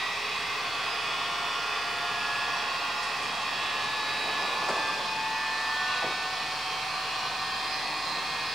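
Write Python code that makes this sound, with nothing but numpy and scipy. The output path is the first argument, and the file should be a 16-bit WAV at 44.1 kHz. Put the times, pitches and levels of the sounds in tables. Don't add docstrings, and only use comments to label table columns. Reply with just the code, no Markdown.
import sys
import numpy as np
from scipy import signal
from scipy.io import wavfile
from scipy.ndimage import uniform_filter1d

SR = 44100
rng = np.random.default_rng(int(sys.argv[2]) if len(sys.argv) > 2 else 0)


def field_ratio(decibels):
    return 10 ** (np.asarray(decibels, dtype=float) / 20)


def master_out(mix):
    frames = np.transpose(np.atleast_2d(mix))
    ceiling = np.clip(frames, -1, 1)
    pcm = np.round(ceiling * 32767).astype(np.int16)
    wavfile.write(sys.argv[1], SR, pcm)


N = 376613

# (frequency [Hz], left-right likeness [0..1])
STEREO_LIKENESS = [(60, 0.76), (130, 0.8), (290, 0.89), (640, 0.98), (1410, 0.86), (3100, 0.8),
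                   (6800, 0.54), (11000, 0.07), (14800, 0.17), (15000, 0.59)]
# (frequency [Hz], left over right [dB])
STEREO_LEAN = [(60, -6), (180, 0), (550, 0), (1650, -2.5), (4970, -0.5), (15000, 1.5)]

# (start [s], hold [s], level [dB])
RUSTLES = [
    (3.55, 0.37, -50),
    (4.237, 0.34, -43),
    (4.7, 0.24, -41),
    (8.082, 0.26, -53),
]
# (frequency [Hz], level [dB per Hz])
RUSTLE_COLOUR = [(60, -45), (150, -2), (400, 4), (850, 9), (1300, -14), (3000, -20), (9000, -17),
                 (12000, -50)]
# (time [s], peak [dB], first pitch [Hz], noise width [Hz], T60 [s])
THUMPS = [
    (4.684, -27, 1510, 1600, 0.025),
    (4.687, -17, 916, 1000, 0.035),
    (4.69, -26, 398, 400, 0.19),
    (4.704, -21, 760, 1200, 0.045),
    (4.715, -35, 700, 1200, .25),
    (6.023, -24.5, 780, 400, 0.12),
    (6.039, -20.5, 586, 600, 0.059),
    (6.039, -36, 175, 200, 0.18),
    (6.06, -28.5, 520, 500, 0.3),
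]
# (time [s], level [dB], T60 [s])
CREASES = [
    (3.029, -45, 0.21),
    (3.085, -56, .1),
    (3.225, -47, .3),
    (4.65, -56, .3),
    (4.686, -43, 0.16),
]

# (time [s], level [dB])
AIR_FLOW = [(0, -39), (1.4, -38), (2.8, -37.8), (4.8, -36.5), (5.3, -39.5), (5.8, -37), (6.3, -38),
            (8.54, -37.5)]
# (frequency [Hz], level [dB per Hz])
AIR_COLOUR = [(62, -34), (80, -24), (130, -17.5), (340, -21), (640, -17.5), (700, -8), (1200, -8.5),
              (1230, -11.5), (1500, -19), (2000, -15), (5200, -18.5), (6000, -26), (9500, -34),
              (11300, -43.5)]
# (centre [Hz], width
# [Hz], boost with slack bag [dB], with tight bag [dB])
HOUSING = [(450, 103, 7, 2.5), (793, 140, -2.5, -4.5), (1082, 40, 10, 9), (1175.5, 35, 8, 8),
           (1535, 100, 5.5, -0.5), (1750, 270, -1, 7), (1950, 280, 6.5, -6.5), (2466, 107, 9, 7.5),
           (2612, 140, 9, 3), (2990, 110, -3.5, -7), (3286, 280, 4, -2), (3760, 165, -7.5, -4.5),
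           (4140, 400, -3.5, 4.5), (4390, 420, 4, 2.5), (15400, 700, 3, 3)]

# (time [s], turns per second [Hz])
SHAFT_SPEED = [(0.0, 138.36), (0.92, 139.76), (1.52, 140.17), (2.44, 140.83), (2.74, 141.34),
               (3.36, 141.96), (3.96, 143.03), (4.27, 143.35), (4.58, 144.17), (5.18, 146.57),
               (5.49, 147.29), (6.1, 149.33), (7.02, 151.2), (7.93, 152.81), (8.54, 153.62)]
# (shaft order, level [dB])
ORDER_STRENGTH = [(3, 2), (4, -5), (5, 8), (6, -1), (7, 1), (8, -3), (9, 3), (10, 5), (11, 2), (12, 2),
                  (13, 0), (14, -1), (15, 0), (16, -2), (17, 5), (18, 0), (19, 3), (20, 1), (21, 6),
                  (22, -2), (23, -3), (24, 0), (25, 1), (26, -3), (27, 5), (28, 0), (29, -2), (30, -6),
                  (31, -3), (32, -1)]
# (frequency [Hz], level [dB])
ORDER_BED = [(140, -74.5), (420, -64.5), (700, -64), (1800, -60), (3600, -59.5), (5000, -57.5), (6500, -71),
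             (9500, -77)]
# (frequency [Hz], half width [Hz], order
# level with slack bag [dB], with tight bag [dB], left over right [dB])
STANDING_WAVES = [(418.2, 3.4, -58, -58, 1), (703.5, 5.8, -61.5, -62, 0.5), (751, 12, -52.5, -52.5, 0.5),
                  (872, 18.5, -41, -41, 1), (881, 4, -40, -43.5, 2), (923, 5.4, -50, -52, -2),
                  (1126, 5.7, -44, -47, -1), (1160, 5.1, -43, -43, -1), (1189, 2.7, -41, -40, -2),
                  (1261, 4.8, -54, -55, -2), (1403, 5.7, -49.5, -47, 2.5), (1489, 6.2, -49, -45.5, 2),
                  (1515, 3.4, -53, -56.5, 5), (1533, 2.5, -51, -60, 4),
                  (1600, 8.9, -47, -48, 2), (1690, 3.2, -39.5, -53, -1), (1710, 4.8, -48.5, -41, 1.5),
             (1734.7, 12.7, -40.5, -42, -2), (1779, 11.6, -39.5, -37, -1), (1837, 20.6, -49, -50, -4),
             (1923, 13, -45, -54, 0), (1938, 2.2, -42.5, -52, 1), (1950, 3.0, -57, -47, 2),
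             (1984, 3.9, -56, -47.5, 3), (2088, 5.4, -46, -62, -6), (2141, 11, -59, -49, 3),
             (2253, 14, -57, -48, 2), (2470, 35, -53.5, -47, 2),
                  (2675, 2.8, -49, -46, -2), (2708, 6.6, -43.5, -62, -1), (2940, 9.3, -53, -56, -1.5),
              (3163, 2.9, -58, -50, 1), (3267, 17, -51, -48, -3), (3375, 28, -57, -63, -5),
              (3420, 3.5, -45, -50, -6), (3450, 16, -56, -54, -3), (3497, 13, -48, -60, 0),
              (3607, 50, -52, -57.5, 0), (3875, 25, -49, -49, 0), (4290, 57, -60, -55, -2),
              (4460, 50, -61, -50, -4), (4883, 8.6, -63, -45, -2)]


def evened(x):
    return x / np.sqrt(np.mean(x ** 2) + 1e-20)


def read(points, hz):
    f, value = np.transpose(points)
    return np.interp(np.log(hz + 1), np.log(f + 1), value)


def drift(rate_hz, count, size=64):
    knots = rng.standard_normal((count, 200))
    at = np.arange(0, N, size) / SR * min(rate_hz, 20)
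    return np.array([np.interp(at, np.arange(200), row) for row in knots])


def band(x, low_hz, high_hz):
    sos = signal.butter(2, [max(low_hz, 40), high_hz], "band", fs=SR, output="sos")
    return signal.sosfilt(sos, x)


def stereo_noise(field_db):
    hz = np.fft.rfftfreq(2048, 1 / SR)
    a, b, c, d = rng.standard_normal((field_db.shape[1], 1025, 4)).T
    likeness = np.clip(read(STEREO_LIKENESS, hz), 0, 1)
    apart = np.sqrt((1 - likeness) / 2)[:, None]
    mid = np.sqrt(1 - apart ** 2) * (a + 1j * b)
    side = apart * (c + 1j * d)
    lean = field_ratio(read(STEREO_LEAN, hz) / 2)[:, None]
    z = np.array([(mid + side) * lean, (mid - side) / lean]) * field_ratio(field_db)
    return signal.istft(z, nperseg=2048, noverlap=1536)[1][:, :N]


def tightness(speed):
    return (speed - speed.min()) / np.ptp(speed)


def mains_hum(hum_hz=60.5, level_db=-62.5):
    hum = np.sqrt(2) * field_ratio(level_db) * np.sin(2 * np.pi * hum_hz * np.arange(N) / SR)
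    return hum * field_ratio([[-1.], [1.]])


def rustle(flicker_db=1.5, slide_in_s=0.092, slide_out_s=0.092, creep_db=-56):
    t = np.arange(N) / SR
    hz = np.fft.rfftfreq(2048, 1 / SR)
    slide = evened(stereo_noise(read(RUSTLE_COLOUR, hz)[:, None] + np.zeros(N // 512 + 5)))
    weight = field_ratio(creep_db)
    for start, hold, db in RUSTLES:
        swell = (t - start) / slide_in_s
        fade = (start + hold - t) / slide_out_s
        weight = weight + field_ratio(db) * np.exp(np.minimum(np.minimum(swell, fade), 0))
    return slide * weight * field_ratio(flicker_db * drift(19., count=1, size=1))


def creases():
    out, t = np.zeros((2, N)), np.arange(SR // 3) / SR
    for start, db, t60 in CREASES:
        a, b = rng.standard_normal((2, len(t)))
        pair = np.array([a + .5 * b, a - .5 * b])
        crackle = evened(band(band(pair, 5200, 10000), 4500, 10000))
        out[:, round(start * SR):][:, :len(t)] += crackle * field_ratio(db - 60 * t / t60)
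    return out


def thumps(ring_share=0.59, pitch_sag=0.706):
    out, t = np.zeros((2, N)), np.arange(SR // 3) / SR
    for start, db, hz, width, t60 in THUMPS:
        shape = field_ratio(-60 * t / t60) * (1 - np.exp(-t / 0.0015))
        pitch = hz * (pitch_sag + (1 - pitch_sag) * np.exp(-6. * t / t60))
        ring = np.exp(-t / 0.017) * np.sin(2 * np.pi * np.cumsum(pitch) / SR)
        puff = evened(band(rng.standard_normal(len(t)), hz - width / 2, hz + width / 2))
        blow = shape * (ring_share * ring + (1 - ring_share) * 1.1 * puff)
        blow = band(blow, 0.45 * hz, 6000)
        out[:, round(start * SR):][:, :len(t)] += field_ratio(db) * blow / abs(blow).max()
    return out


def air_rush(ripple_db=2.5, patchy_db=1.06, tilt_hz=1500, tight_tilt_db=0.2):
    hz, t = np.fft.rfftfreq(2048, 1 / SR), np.arange(N // 512 + 5) * 512 / SR
    tight = tightness(np.interp(t, *np.transpose(SHAFT_SPEED)))

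    colour = read(AIR_COLOUR, hz)[:, None] - 7.4 * (hz < 45)[:, None]
    for centre, width, slack_db, tight_db in HOUSING:
        boost = slack_db + tight * (tight_db - slack_db)
        colour = colour + boost / (1 + (2 * (hz[:, None] - centre) / width) ** 2)
    upper = (hz ** 2 / (hz ** 2 + tilt_hz ** 2))[:, None] * tight * tight_tilt_db

    ripple = evened(uniform_filter1d(rng.standard_normal(1025), size=2))
    ripple = ripple * hz / (hz + 1200)
    patches = rng.standard_normal((len(t), 1025)).T
    patches = uniform_filter1d(uniform_filter1d(patches, size=12, axis=0), size=30, axis=1)
    patches = evened(patches)

    flow_s, flow_db = np.transpose(AIR_FLOW)
    follow = .3 + .7 / (1 + ((hz - 1100) / 400) ** 2)
    swing = follow[:, None] * (np.interp(t, flow_s, flow_db) - flow_db.mean())
    air = stereo_noise(colour + ripple_db * ripple[:, None] + patchy_db * patches + upper + swing)
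    return air * field_ratio(flow_db.mean()) / np.std(band(air.mean(0), 964, 1233))


def motor(waver_db=2.0, bed_swing_db=4.5, bed_lean_db=7.0, wobble_rad=0.054, swell_db=0.2, spread=1.7,
          wave_spacing_hz=9):
    t = np.arange(N) / SR
    speed = np.interp(t, *np.transpose(SHAFT_SPEED))
    angle = 2 * np.pi * np.cumsum(speed) / SR + wobble_rad * drift(9., count=1, size=1)[0]
    orders = np.arange(1, 69)
    sides = np.array([.5, -.5])[:, None, None]
    hz = orders[:, None] * speed[::64]
    tight = tightness(speed)[::64]

    bumps = rng.standard_normal((2000, 2)).T
    both, apart = [np.interp(hz / wave_spacing_hz, np.arange(2000), row) for row in bumps]
    level = field_ratio(read(ORDER_BED, hz) + bed_swing_db * both + bed_lean_db * sides * apart)
    for wave_hz, half, slack_db, tight_db, lean_db in STANDING_WAVES:
        db = slack_db + tight * (tight_db - slack_db)
        near = abs(hz - wave_hz).min(axis=1) < 4 * half
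        bell = np.exp(-.5 * ((hz[near] - wave_hz) / half) ** 2)
        level[:, near] += bell * field_ratio(db + swell_db + spread * lean_db * sides)
    strength_db = np.interp(orders, *np.transpose(ORDER_STRENGTH))[:, None]
    level = level * field_ratio(strength_db + waver_db * drift(12., count=68))

    out, start = np.zeros((2, N)), np.exp(2j * np.pi * rng.random(68))
    turn = step = np.exp(1j * angle)
    for k in orders:
        sine = (turn * start[k - 1]).real
        out += np.repeat(level[:, k - 1], 64, axis=1)[:, :N] * sine
        turn = turn * step
    return np.sqrt(2) * out


def scene():
    return mains_hum() + rustle() + creases() + thumps() + air_rush() + motor()


def top_cut(x):
    return signal.sosfilt(signal.butter(12, 16930, fs=SR, output="sos"), x)


def record(dry, hiss_db=-58, offset=-0.0011, edge_hz=15740):
    hiss = band(band(rng.standard_normal((2, N)), 3000, 15000), 3000, 15000)
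    hiss = hiss * field_ratio(.7 * drift(2.35, count=1, size=1))
    heard = dry + field_ratio(hiss_db) * hiss + offset * field_ratio([[1.5], [-1.5]])
    low_pass = signal.firwin(1023, edge_hz, window=("kaiser", 10), fs=SR)
    return top_cut(signal.oaconvolve(heard, low_pass[None], "same"))


dry = scene()
out = record(dry)
master_out(out)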